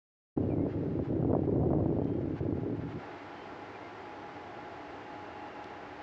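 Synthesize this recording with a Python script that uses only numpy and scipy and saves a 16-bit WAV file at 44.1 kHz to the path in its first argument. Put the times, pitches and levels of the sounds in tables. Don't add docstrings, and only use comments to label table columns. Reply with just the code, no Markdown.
import sys
import numpy as np
from scipy import signal
from scipy.fft import rfft, irfft
from scipy.io import wavfile
from scipy.ndimage import uniform_filter1d

SR = 44100
rng = np.random.default_rng(int(sys.argv[2]) if len(sys.argv) > 2 else 0)


def generate_wav(signal):
    frames = np.transpose(np.atleast_2d(signal))
    scaled = np.clip(frames, -1, 1) * 32767
    pcm = np.round(scaled).astype(np.int16)
    wavfile.write(sys.argv[1], SR, pcm)


N = 265482

# (time [s], level [dB])
WIND_LEVEL = [(0.37, -15.5), (0.47, -21.5), (0.62, -17.5), (0.8, -24), (0.93, -25), (1.0, -21.5),
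              (1.22, -19), (1.34, -12), (1.41, -20.5), (1.55, -14.5), (1.76, -14), (2.0, -20), (2.33, -27),
              (2.5, -21.5), (2.6, -29), (2.73, -25), (2.85, -32.5), (2.98, -34.5)]
# (centre [s], length [s], depth [dB])
WIND_LULLS = [(0.712, 0.12, 12), (1.057, 0.085, 18), (2.381, 0.06, 20.5), (2.767, 0.038, 13),
              (2.915, 0.081, 12)]
# (time [s], peak [dB])
HARD_EDDIES = [(0.375, -11), (0.517, -18), (0.581, -11), (0.595, -13), (0.990, -11.5), (1.226, -9),
               (1.248, -8), (1.331, -3), (1.35, -7.5), (1.434, -16), (1.471, -14.5), (1.705, -7),
               (1.732, -5), (1.858, -9.5), (1.903, -10), (1.986, -18), (2.016, -17), (2.209, -21),
               (2.405, -17), (2.451, -21), (2.525, -11.5), (2.633, -16.5), (2.698, -18.5)]
# (frequency [Hz], relative gain [dB])
PORT_RESPONSE = [(15, -18.5), (40, -23.5), (60, -10), (85, 1.5), (115, 3.5), (165, 1), (210, -5.5),
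                 (280, 4), (370, 0.5), (520, -5.5), (800, -8), (1300, -12), (3000, -15.5), (9000, -28.5)]
# (frequency [Hz], relative density [dB])
RUSH_SPECTRUM = [(25, -27), (50, -17.5), (90, -4.5), (220, -9), (290, 0), (420, -0.5), (540, -7),
                 (720, -2.5), (1200, -8.5), (1700, -10), (2500, -17), (3800, -26), (4800, -29), (7200, -43)]
# (frequency [Hz], width [Hz], level [dB re YARD_DB])
HOUSING_MODES = [(348, 35, -12.3), (686.5, 14, -13.5), (830, 34, -13.5), (1352, 45, -25), (2074, 84, -22.5),
                 (2760, 83, -29)]
# (frequency [Hz], level [dB re YARD_DB])
BLADE_TONES = [(296.1, -14), (623, -19), (802, -20), (990, -22), (1365.5, -20.5)]
# (time [s], level [dB re YARD_DB])
WHINE_LEVEL = [(0.36, -16), (2.1, -10), (3.3, -12), (3.8, -14.5), (4.12, -5.5), (4.55, -11.5), (4.85, -8.5),
               (5.5, -5.5), (6.02, -7.5)]
# (multiple of mains, level [dB re YARD_DB])
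HUM_HARMONICS = [(2, -22.5), (4, -23), (8, -26), (10, -21.5), (16, -20.5)]
# (time [s], length [s], pitch [Hz], level [dB])
FAR_WHISTLES = [(0.413, 0.046, 2920, -66), (0.686, 0.1, 3230, -73), (1.92, 0.36, 3125, -69),
                (3.28, 0.25, 3090, -69.5), (4.54, 0.031, 2810, -65), (4.75, 1.25, 2790, -71)]
# (time [s], level [dB])
BIRD_CALLS = [(0.496, -53.5), (3.733, -59.5)]
# (delay [s], length [s], start [Hz], end [Hz], level [dB re call])
BIRD_NOTES = [(0, 0.049, 2646, 2315, 0), (0.066, 0.105, 2200, 2107, -3)]
# (time [s], peak [dB])
TICK_EVENTS = [(2.046, -41), (5.6435, -41)]
# (frequency [Hz], relative level [dB])
TICK_SPECTRUM = [(500, -29.5), (2000, -11), (3600, 6), (7500, -14), (9500, -27), (15000, -41)]

WIND_END_S, WIND_FALL_S = 3.0, 0.018
YARD_DB, WHINE_HZ, MAINS_HZ = -45.5, 835.4, 50


def from_db(db):
    return 10 ** (np.asarray(db) / 20)


def unit_rms(x):
    return x / np.sqrt(np.mean(x ** 2) + 1e-20)


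def seconds():
    return np.arange(N) / SR


def curve(rows):
    return np.interp(seconds(), *np.transpose(rows))


def drift(rate_hz, hop=40, warmup=2000):
    pole = np.exp(-2 * hop * np.pi * rate_hz / SR)
    noise = rng.standard_normal(N // hop + warmup + 2)
    slow = signal.lfilter([1], [1, -2 * pole, pole * pole], noise)[warmup:]
    return np.interp(np.arange(N) / hop, np.arange(len(slow)), unit_rms(slow))


def low_pass(x, hz, order):
    return signal.sosfilt(signal.butter(order, hz, fs=SR, output="sos"), x)


def colour(x, spectrum, size=8192):
    hz, db = np.transpose(spectrum)
    grid_hz = np.maximum(np.arange(size // 2 + 1) * SR / size, 1)
    gain = from_db(np.interp(np.log(grid_hz), np.log(hz), db))
    cepstrum = irfft(np.log(gain))
    cepstrum[1:size // 2] *= 2
    cepstrum[size // 2 + 1:] = 0
    impulse = irfft(np.exp(rfft(cepstrum)))
    return signal.fftconvolve(x, impulse)[:len(x)]


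def add(out, time_s, sound):
    at = int(time_s * SR)
    out[at:at + len(sound)] += sound[:N - at]


def tone(hz, waver_hz, flutter_db):
    cycles = np.cumsum(hz + waver_hz * drift(5.96)) / SR + rng.random()
    return unit_rms(np.sin(2 * np.pi * cycles) * from_db(flutter_db * drift(8.9)))


def wind_strength_db():
    db = curve(WIND_LEVEL)
    for centre_s, length_s, depth_db in WIND_LULLS:
        add(db, centre_s - length_s / 2, -depth_db * np.hanning(int(length_s * SR)))
    return db


def eddy_strength_db(spread_db=2.4, clump_db=2.0, stall_db=11, stall_s=0.011, wake_db=5, wake_s=0.0088):
    db = spread_db * np.clip(rng.standard_normal(N), -2, 2)
    db += clump_db * np.clip(drift(55), -2.5, 1.3)
    for time_s, _ in HARD_EDDIES:
        add(db, time_s - stall_s, -stall_db * np.sqrt(np.hanning(int(stall_s * SR))))
        add(db, time_s, wake_db * np.linspace(1, 0, int(wake_s * SR)))
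    return db


def turbulence(eddies_per_s=1200, corner_hz=500, ref_wind_db=-20, wind_share=0.45, db_per_octave=17):
    wind_db, eddy_db = wind_strength_db(), eddy_strength_db()
    arrivals = rng.random(N) < eddies_per_s / SR
    eddies = arrivals * rng.choice([-1, 1], N) * from_db(eddy_db)
    brightness_oct = np.clip((eddy_db + wind_share * (wind_db - ref_wind_db)) / db_per_octave, -1, 1)
    octaves, step_oct = np.linspace(-1, 1, 10, retstep=True)
    pressure = np.zeros(N)
    for octave in octaves:
        weight = np.maximum(1 - abs(brightness_oct - octave) / step_oct, 0)
        pressure += low_pass(eddies * weight + 1e-18, corner_hz * 2 ** octave, order=4)
    rumble = colour(pressure, PORT_RESPONSE)
    power = uniform_filter1d(rumble ** 2, int(0.05 * SR))
    rumble /= np.sqrt(np.abs(power) + 1e-12)
    envelope = from_db(wind_db) * np.clip((WIND_END_S - seconds()) / WIND_FALL_S, 0, 1)
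    return low_pass(rumble * envelope, hz=2400, order=4)


def buffets(ref_hz=784, ref_db=-10, db_per_octave=34):
    out = np.zeros(N)
    signs = rng.choice([-1, 1], len(HARD_EDDIES))
    for (time_s, peak_db), sign in zip(HARD_EDDIES, signs):
        corner_hz = ref_hz * 2 ** ((peak_db - ref_db) / db_per_octave)
        pressure = low_pass(signal.unit_impulse(4096), corner_hz, order=4)
        thump = colour(pressure, PORT_RESPONSE)
        add(out, time_s, sign * from_db(peak_db) * thump / abs(thump).max())
    return out


def fans():
    rush = unit_rms(colour(rng.standard_normal(N), RUSH_SPECTRUM))
    out = rush * from_db(-1.12 + 0.16 * drift(6.5))
    for hz, width_hz, db in HOUSING_MODES:
        resonator = signal.iirpeak(hz, hz / width_hz, fs=SR)
        out += from_db(db) * unit_rms(signal.lfilter(*resonator, rng.standard_normal(N)))
    for hz, db in BLADE_TONES:
        out += from_db(db) * tone(hz, waver_hz=0.63, flutter_db=2.5)
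    whine = from_db(curve(WHINE_LEVEL)) * tone(WHINE_HZ, waver_hz=2.58, flutter_db=2.4)
    return out + whine


def core_hum():
    return sum(from_db(db) * tone(k * MAINS_HZ, waver_hz=0.088, flutter_db=1) for k, db in HUM_HARMONICS)


def whistles_and_calls(blur_hz=70):
    notes = [(time_s + delay_s, length_s, start_hz, end_hz, call_db + note_db)
             for time_s, call_db in BIRD_CALLS
             for delay_s, length_s, start_hz, end_hz, note_db in BIRD_NOTES]
    notes += [(time_s, length_s, hz, hz, db) for time_s, length_s, hz, db in FAR_WHISTLES]
    out = np.zeros(N)
    jitter_hz = blur_hz * drift(160)
    for time_s, length_s, start_hz, end_hz, db in notes:
        progress = np.linspace(0, 1, int(length_s * SR))
        hz = end_hz + (start_hz - end_hz) * (1 - progress) ** 3
        hz += jitter_hz[int(time_s * SR):][:len(hz)]
        envelope = from_db(db) * 2 * np.sin(np.pi * progress)
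        add(out, time_s, envelope * np.sin(2 * np.pi * np.cumsum(hz) / SR))
    return out


def ticks():
    out = np.zeros(N)
    click = colour(signal.unit_impulse(512), TICK_SPECTRUM)
    for time_s, peak_db in TICK_EVENTS:
        add(out, time_s, from_db(peak_db) * click / abs(click).max())
    return out


def gain_control(x, threshold_db=-42, cut_db_per_db=0.48, recovery_db_per_s=84.5, detector_s=0.025):
    power = uniform_filter1d(x ** 2, int(detector_s * SR))
    level_db = 10 * np.log10(np.abs(power) + 1e-12)
    demand_db = cut_db_per_db * np.maximum(level_db - threshold_db, 0)
    ramp_db = recovery_db_per_s * seconds()
    cut_db = np.maximum.accumulate(demand_db + ramp_db) - ramp_db
    return x * from_db(-uniform_filter1d(cut_db, size=400))


def scene(band_edge_hz=7510):
    wind = turbulence() + buffets()
    yard = from_db(YARD_DB) * (fans() + core_hum())
    return (low_pass(wind + yard + whistles_and_calls(), band_edge_hz, order=14) + ticks())[None]


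def record(dry, open_s=0.3632, fade_s=0.0093, hiss_db=-92.5, cutoff_hz=15500):
    gate = np.clip((seconds() - open_s) / fade_s, 0, 1)
    hiss = from_db(hiss_db) * rng.standard_normal(N)
    top_cut = signal.ellip(10, 0.1, 80, cutoff_hz, fs=SR, output="sos")
    return signal.sosfilt(top_cut, gate * (gain_control(dry) + hiss))


dry = scene()
out = record(dry)
generate_wav(out)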